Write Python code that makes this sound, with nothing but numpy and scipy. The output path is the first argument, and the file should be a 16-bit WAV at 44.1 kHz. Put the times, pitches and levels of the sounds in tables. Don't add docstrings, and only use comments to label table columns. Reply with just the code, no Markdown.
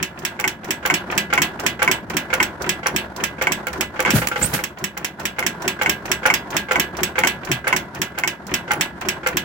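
import sys
import numpy as np
from scipy import signal
from scipy.fft import rfft, irfft, next_fast_len
from scipy.io import wavfile
from scipy.ndimage import map_coordinates

SR = 44100
rng = np.random.default_rng(int(sys.argv[2]) if len(sys.argv) > 2 else 0)


def store_pcm(level_fs):
    pcm = np.round(np.clip(level_fs, -1, 1) * 32767).astype(np.int16)
    wavfile.write(sys.argv[1], SR, np.atleast_2d(pcm).T)


N = 416304
TIME = np.arange(N) / SR
AGE = TIME[:SR // 2]

# frequency in Hz, left-right correlation.
PORT_LIKENESS = [(30, 1), (100, 0.93), (350, 0.94), (700, 0.76), (1400, 0.25), (3000, 0.0035), (6000, 0)]
# frequency in Hz, density in dB per Hz.
GEAR_COLOUR = [(100, -16), (450, -1), (1000, 1.5), (1500, 2), (2300, 3), (3200, -2), (3700, -11),
               (7500, -15), (8800, -30), (15500, -30.5)]
# crank angle in turns after the clack, dB at full shake, dB per dB of shake.
CASTING_BLOW = (0, -17.5, 0.54)


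def amp(db):
    return 10 ** (np.asarray(db) / 20)


def unit(x):
    return x / np.sqrt(np.mean(x ** 2) + 1e-20)


def along(points, hz):
    point_hz, value = np.transpose(points)
    return np.interp(np.log(hz + 1), np.log(point_hz), value)


def wobble(rate):
    knots = rng.standard_normal(int(N * rate / SR) + 4)
    return map_coordinates(knots, [TIME * rate])


def filtered(x, response):
    n = x.shape[-1]
    padded = next_fast_len(n + 2048, True)
    spectrum = rfft(x, padded) * response(np.fft.rfftfreq(padded, 1 / SR))
    return irfft(spectrum, padded)[..., :n]


def half_angle(hz):
    return np.arccos(np.clip(along(PORT_LIKENESS, hz), -1, 1)) / 2


def noise(spectrum, size, count=1):
    def middle_and_side(hz):
        turn = half_angle(hz)
        return amp(along(spectrum, hz)) * [np.cos(turn), np.sin(turn)]
    z = filtered(rng.standard_normal((count, 2, size)), middle_and_side)
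    middle, side = z[:, 0], z[:, 1]
    return unit(np.stack([middle + side, middle - side], axis=1))


def fade(t60):
    return np.exp(-np.log(1000) * AGE / t60)


def onset(attack):
    return 1 - np.exp(-AGE / attack)


def add(track, s, sound):
    part = track[:, max(round(s * SR), 0):][:, :len(AGE)]
    part += sound[..., :part.shape[1]]


def ring(hits, modes, attack, scatter_db, detune):
    hz, db, t60 = np.transpose(modes)
    skew = half_angle(hz) * rng.choice([-1, 1], len(hz))
    ports = np.exp(1j * np.array([skew, -skew]))
    shapes = np.exp(2j * np.pi * hz[:, None] * AGE) * fade(t60[:, None]) * onset(attack)
    out = np.zeros((2, N))
    for s, level in hits:
        mode_gain = amp(level + db + scatter_db * rng.standard_normal(len(hz)))
        pair = ((ports * mode_gain) @ shapes).imag
        stretch = 1 + detune * rng.standard_normal()
        add(out, s, np.array([np.interp(AGE * stretch, AGE, side) for side in pair]))
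    return out


def clatter(hits, spectrum, t60, attack, crack, fresh):
    same, *new = noise(spectrum, size=len(AGE), count=len(hits) + 1)
    share = np.clip(fresh, 0, 1)
    shape = (fade(t60) + crack * fade(0.017)) * onset(attack)
    out = np.zeros((2, N))
    for (s, db), other in zip(hits, new):
        texture = np.sqrt(1 - share) * same + np.sqrt(share) * other
        add(out, s, amp(db) * shape * texture)
    return out


def bounces(hits, gap, drop_db, count):
    s, db = np.transpose(hits)
    chance = rng.standard_normal((len(s), count, 2))
    later = s[:, None] + np.cumsum(gap * np.exp(0.31 * chance[..., 0]), axis=1)
    weaker = db[:, None] - drop_db * np.arange(1, count + 1) + 2 * chance[..., 1]
    return np.vstack([hits, np.column_stack([later.ravel(), weaker.ravel()])])


def passes(angle, count):
    # first clack in seconds, end in seconds,
    # speed in turns per s, loss of speed in turns per s each second.
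    coasts = [(0.0274, 4.14, 4.514, 0.2895), (4.6383, 9.44, 4.971, 0.3145)]
    times = []
    for start, end, speed, friction in coasts:
        last = speed * (end - start) - friction * (end - start) ** 2 / 2
        turns = np.arange(angle, last, count)
        times.append(start + (speed - np.sqrt(speed ** 2 - 2 * friction * turns)) / friction)
    return np.concatenate(times)


def shake(s):
    # time in seconds, shake in dB.
    shake_curve = [(0, -10.5), (0.45, -11), (1.15, 0.5), (2.9, -1.5), (3.6, -4), (4.1, -1), (4.7, -15),
                   (5.05, -14), (5.55, -4), (6.2, -0.5), (7.2, 0), (7.7, -4.5), (8.2, -10.5), (8.75, -1.5),
                   (9.44, -3)]
    return np.interp(s, *np.transpose(shake_curve))


def strikes(part, count):
    angle, db, follows = part
    s = passes(angle, count=count)
    uneven_db = 1.34 * rng.standard_normal(len(s))
    return np.column_stack([s, db + follows * shake(s) + uneven_db])


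def crank():
    # crank angle in turns after the clack, dB at full shake, dB per dB of shake.
    clack_blow = (0, -7.5, 0.33)
    chink_blow = (0, -22, 0.37)
    # frequency in Hz, density in dB per Hz.
    clack_colour = [(150, -41), (500, -5.5), (1200, -2.5), (2000, 6), (3200, -0.5), (4300, -9), (5600, 1.5),
                    (7700, -2.5), (8700, -15.5), (10000, -6), (12500, -22), (15600, -9.5)]
    casting_colour = [(600, -17), (1700, -9.5), (2600, -1.5), (3400, -5), (4300, -11), (7700, -47),
                      (9000, -25)]
    chink_colour = [(13200, -27.5), (13950, 4.5), (14600, -20), (15350, -3), (15900, -10)]
    # frequency in Hz, level in dB, t60 in seconds.
    iron_modes = [(1615, -16.5, 0.33), (1685, -17.5, 0.45), (2008, -15, 0.35), (2482, -8.5, 0.059),
                  (2605, -8.5, 0.064), (2942, -13, 0.17), (3335, -19.5, 0.18), (4950, -19.5, 0.15),
                  (5495, -7.5, 0.043), (6600, -13, 0.082), (7820, -12.5, 0.12)]
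    clack = clatter(strikes(clack_blow, count=1), clack_colour, t60=0.086, attack=0.00026, crack=0.92, fresh=0.14)
    blows = strikes(CASTING_BLOW, count=1)
    shudder = bounces(blows, gap=0.0084, drop_db=2.5, count=1)
    casting = clatter(shudder, casting_colour, t60=0.17, attack=0.001, crack=0.26, fresh=0.22)
    iron = ring(blows, iron_modes, attack=0.001, scatter_db=2.5, detune=0.0016)
    chink = clatter(strikes(chink_blow, count=1), chink_colour, t60=0.058, attack=0.0002, crack=0.54, fresh=0.63)
    return amp(-8) * clack + amp(-4.5) * casting + amp(5) * iron + amp(4) * chink


def cam():
    # crank angle in turns, dB at full shake, dB per dB of shake.
    slack_blow = (1.515, -15.5, 1.5)
    cam_blow = (1.622, -2.93, 0.94)
    # time in seconds, level in dB.
    firing_rattle = [(3.669, -13), (4.06, -8.5), (4.074, -7.5), (4.09, -10), (4.217, -8.5), (4.314, -10.5),
                     (4.358, -8), (4.414, -12.5), (4.589, -13.5)]
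    # frequency in Hz, level in dB, t60 in seconds.
    gear_modes = [(513.6, -8, 0.14), (843, -6.5, 0.12), (1150, -16, 0.17), (1408, -2.5, 0.084),
                  (1543, -5.5, 0.092), (1579, 2.5, 0.038), (2086, -2.5, 0.06), (2216, -5.5, .09)]
    contacts = np.vstack([strikes(slack_blow, count=2), strikes(cam_blow, count=2), firing_rattle])
    blows = bounces(contacts, gap=0.007, drop_db=6, count=2)
    rattle = clatter(blows, GEAR_COLOUR, t60=0.13, attack=0.0018, crack=0.64, fresh=0.83)
    ringing = ring(contacts, gear_modes, attack=0.0013, scatter_db=2.5, detune=0.0096)
    return amp(-13.5) * rattle + amp(-8.5) * ringing


def push_rod():
    # time in seconds, level in dB.
    rod_knocks = [(0.441, -7), (0.9, -4), (1.377, -4), (1.877, -4), (2.402, -4), (3.47, -4.5), (4.05, -8),
                  (5.426, -14), (5.86, -6.5), (6.301, -4.5), (6.757, -5), (7.236, -3.5), (7.727, -3.5),
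                  (8.236, -7.5)]
    # frequency in Hz, density in dB per Hz.
    rod_colour = [(100, -29), (330, 1), (550, -12.5), (900, 7), (2200, -4), (2900, -0.5), (3700, -19),
                  (7300, -12), (8800, -24.5), (15500, -24)]
    # frequency in Hz, level in dB, t60 in seconds.
    rod_modes = [(700, -6.5, 0.15), (836, -5.5, 0.12), (1005, -9, 0.025), (1526, 2.5, 0.1),
                 (1963, -1, 0.087), (2127, 12.5, 0.043), (2206, 8, 0.094)]
    knocks = bounces(rod_knocks, gap=0.0058, drop_db=3, count=1)
    knocking = clatter(knocks, rod_colour, t60=0.079, attack=0.00038, crack=1, fresh=0.51)
    ringing = ring(rod_knocks, rod_modes, attack=0.00043, scatter_db=1, detune=0.0069)
    return amp(-13) * knocking + amp(-14.5) * ringing


def igniter_trip():
    # crank angle in turns, dB at full shake, dB per dB of shake.
    trip_blow = (1.658, -8.5, 0.42)
    # time in seconds, level in dB.
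    firing_snaps = [(3.669, -14.5), (4.2719, -6)]
    # frequency in Hz, density in dB per Hz.
    trip_colour = [(600, -2), (2000, 5.5), (3100, 3), (3700, -5.5), (5800, -5), (7700, 0), (8700, -17.5),
                   (10300, -5), (12000, -14), (15500, -1)]
    # frequency in Hz, level in dB, t60 in seconds.
    spring_modes = [(5840, -8.5, 0.032), (10250, -8.5, 0.027), (14300, -14.5, 0.027), (15560, -11, .035)]
    snaps = bounces(np.vstack([strikes(trip_blow, count=2), firing_snaps]), gap=0.013, drop_db=8.5, count=1)
    snapping = clatter(snaps, trip_colour, t60=0.038, attack=0.0001, crack=0.77, fresh=0.29)
    ringing = ring(snaps, spring_modes, attack=0.00019, scatter_db=5, detune=0.005)
    return amp(-7) * snapping + amp(-5.5) * ringing


def latch():
    # crank angle in turns, dB at full shake, dB per dB of shake.
    latch_blow = (0.73, -22.5, 0.48)
    latch_return = (0.89, -33, 0.79)
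    # frequency in Hz, density in dB per Hz.
    latch_colour = [(600, 4.5), (2400, -3.5), (3800, -3.5), (5700, 2.5), (7800, -3.5), (9000, -10),
                    (12000, -11.5), (15000, -5)]
    both = np.vstack([strikes(latch_blow, count=2), strikes(latch_return, count=2)])
    ticks = bounces(both, gap=0.0032, drop_db=5.5, count=1)
    return amp(-7.5) * clatter(ticks, latch_colour, t60=0.077, attack=0.00021, crack=1, fresh=0.62)


def backlash():
    s, db = strikes(CASTING_BLOW, count=1).T
    period = np.gradient(s)
    taps = []
    for _ in range(3):
        early = period * rng.uniform(0.08, 0.36, len(s))
        taps.append(np.column_stack([s - early, db + 2.8 * rng.standard_normal(len(s))]))
    tapping = clatter(np.vstack(taps), GEAR_COLOUR, t60=0.1, attack=0.00059, crack=0.68, fresh=0.46)
    return filtered(amp(-9.5) * tapping, lambda hz: 1 / (1 + (hz / 3500) ** 2))


def deck():
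    # crank angle in turns after the clack, dB at full shake, dB per dB of shake.
    thump_blow = (-0.085, -19, 0.59)
    # frequency in Hz, level in dB, t60 in seconds.
    deck_modes = [(111, -18.5, 0.3), (165.4, -2.5, 0.14), (204, -7, 0.32), (243.4, -8, 0.27),
                  (311, -2, 0.14), (371.8, -0.5, 0.16)]
    # start in seconds, level in dB, first Hz, last Hz,
    # t60 in seconds.
    jolts = [(4.136, -7.5, 263, 107, 0.15), (7.521, -16, 150, 123, 0.15)]
    out = amp(-1.5) * ring(strikes(thump_blow, count=1), deck_modes, attack=0.0029, scatter_db=3, detune=0.018)
    for s, db, first_hz, last_hz, t60 in jolts:
        pitch = last_hz + (first_hz - last_hz) * np.exp(-(AGE / 0.0145) ** 2)
        tone = np.sin(2 * np.pi * np.cumsum(pitch) / SR)
        add(out, s, amp(db) * fade(t60) * onset(0.001) * tone)
    return out


def escaping_gas():
    # crest in seconds, rise in seconds, t60 in seconds, hiss in dB, rumble in dB.
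    puffs = [(4.159, 0.031, 0.28, -15.5, -16.5), (4.439, 0.061, 0.37, -20, -22.5),
             (4.541, 0.0081, 0.15, -14, -22.5)]
    # frequency in Hz, density in dB per Hz.
    hiss_colour = [(240, -33), (400, -1), (814, -6), (1060, -12), (1400, -1.5), (4180, -14), (4950, -15),
                   (16000, -14.5)]
    exhaust_colour = [(25, -25), (70, 3), (150, 3.5), (300, -5), (600, -32)]
    hiss, rumble = noise(hiss_colour, size=N)[0], noise(exhaust_colour, size=N)[0]
    coarse = filtered(hiss, lambda hz: 1 / (1 + (hz / 4500) ** 4))
    sputter = unit(amp(4 * wobble(160) + 4 * wobble(45)))
    hiss += coarse * (sputter - 1)
    out = np.zeros((2, N))
    for s, rise, t60, hiss_db, rumble_db in puffs:
        before = (s - TIME) / rise * 2
        after = np.log(1000) * (TIME - s) / t60
        flow = np.exp(-np.maximum(before, after))
        out += flow * (amp(hiss_db) * hiss + amp(rumble_db) * rumble)
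    return out


def valve_whistle():
    # time in seconds, pitch in Hz, level in dB.
    whistle_path = [(4.41, 7300, -54), (4.429, 7660, -9.5), (4.45, 8140, -18), (4.466, 9200, -18),
                    (4.485, 9300, -57)]
    s, hz, db = np.transpose(whistle_path)
    pitch = np.interp(TIME, s, hz) * (1 + 0.04 * wobble(2500) + 0.02 * wobble(200))
    level = amp(np.interp(TIME, s, db)) * (TIME > s[0]) * (TIME < s[-1])
    return level * np.sin(2 * np.pi * np.cumsum(pitch) / SR)


def running():
    # turns after the clack, load in dB.
    stroke_load = [(0, 2.5), (.2, 0.5), (.45, -2.5), (.62, -1), (.8, 3.5), (1, 6)]
    # frequency in Hz, density in dB per Hz.
    rumble_colour = [(13, -42), (22, -31), (38, -71), (65, 0.5), (103, -7.5), (156, -1.5), (204, -0.5),
                     (270, -7), (375, -7), (426, -18), (460, -18), (600, -9.5), (1010, -120)]
    rub_colour = [(210, -27), (350, 0), (467, -10), (696, -3), (779, -7), (974, -3), (1240, -10.5),
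                  (1430, -3), (2460, -22.5), (16000, -46)]
    beats = passes(0, count=1)
    turn = np.interp(TIME, beats, np.arange(len(beats))) % 1
    load_db = np.interp(turn, *np.transpose(stroke_load))
    shake_db = shake(TIME)
    rumble = amp(-37 + 0.38 * shake_db + 0.5 * load_db) * noise(rumble_colour, size=N)[0]
    grain = unit(amp(2.5 * wobble(130) + 2 * wobble(35)))
    rub = amp(-34 + 0.5 * shake_db + 1.09 * load_db) * grain * noise(rub_colour, size=N)[0]
    return rumble + rub


def porch(x):
    # frequency in Hz, t60 in seconds.
    porch_decay = [(150, 1), (1500, 0.26), (4000, 0.15), (14000, 0.17)]
    burst = noise([(100, 0.0057), (16000, 0)], size=len(AGE))[0]
    hz, t, z = signal.stft(burst, SR, nperseg=256)
    decay = np.exp(-np.log(1000) * t / along(porch_decay, hz)[:, None])
    tail = signal.istft(z * decay, SR, nperseg=256)[1]
    tail = tail[:, :len(AGE)] * onset(0.003)
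    return signal.fftconvolve(x, tail / np.linalg.norm(tail[0]), axes=1)[:, :N]


def scene():
    metal = crank() + cam() + push_rod() + igniter_trip() + latch() + backlash()
    return metal + amp(-12.5) * porch(metal) + deck() + escaping_gas() + valve_whistle() + running()


def record(dry):
    # frequency in Hz, left minus right in dB.
    port_shade = [(100, 2), (500, 0), (2200, -2), (3500, -3.5), (4400, -4.5), (7500, -13.5), (8600, -33),
                  (9600, -6.5), (14000, -8), (15400, -3)]

    def ports(hz):
        left = amp(along(port_shade, hz))
        return np.array([left, np.ones_like(left)]) / np.sqrt((1 + left ** 2) / 2)
    x = filtered(dry, ports)
    x = x / (1 + x ** 6) ** (1 / 6)
    return filtered(x, lambda hz: hz < 15950)


dry = scene()
out = record(dry)
store_pcm(out)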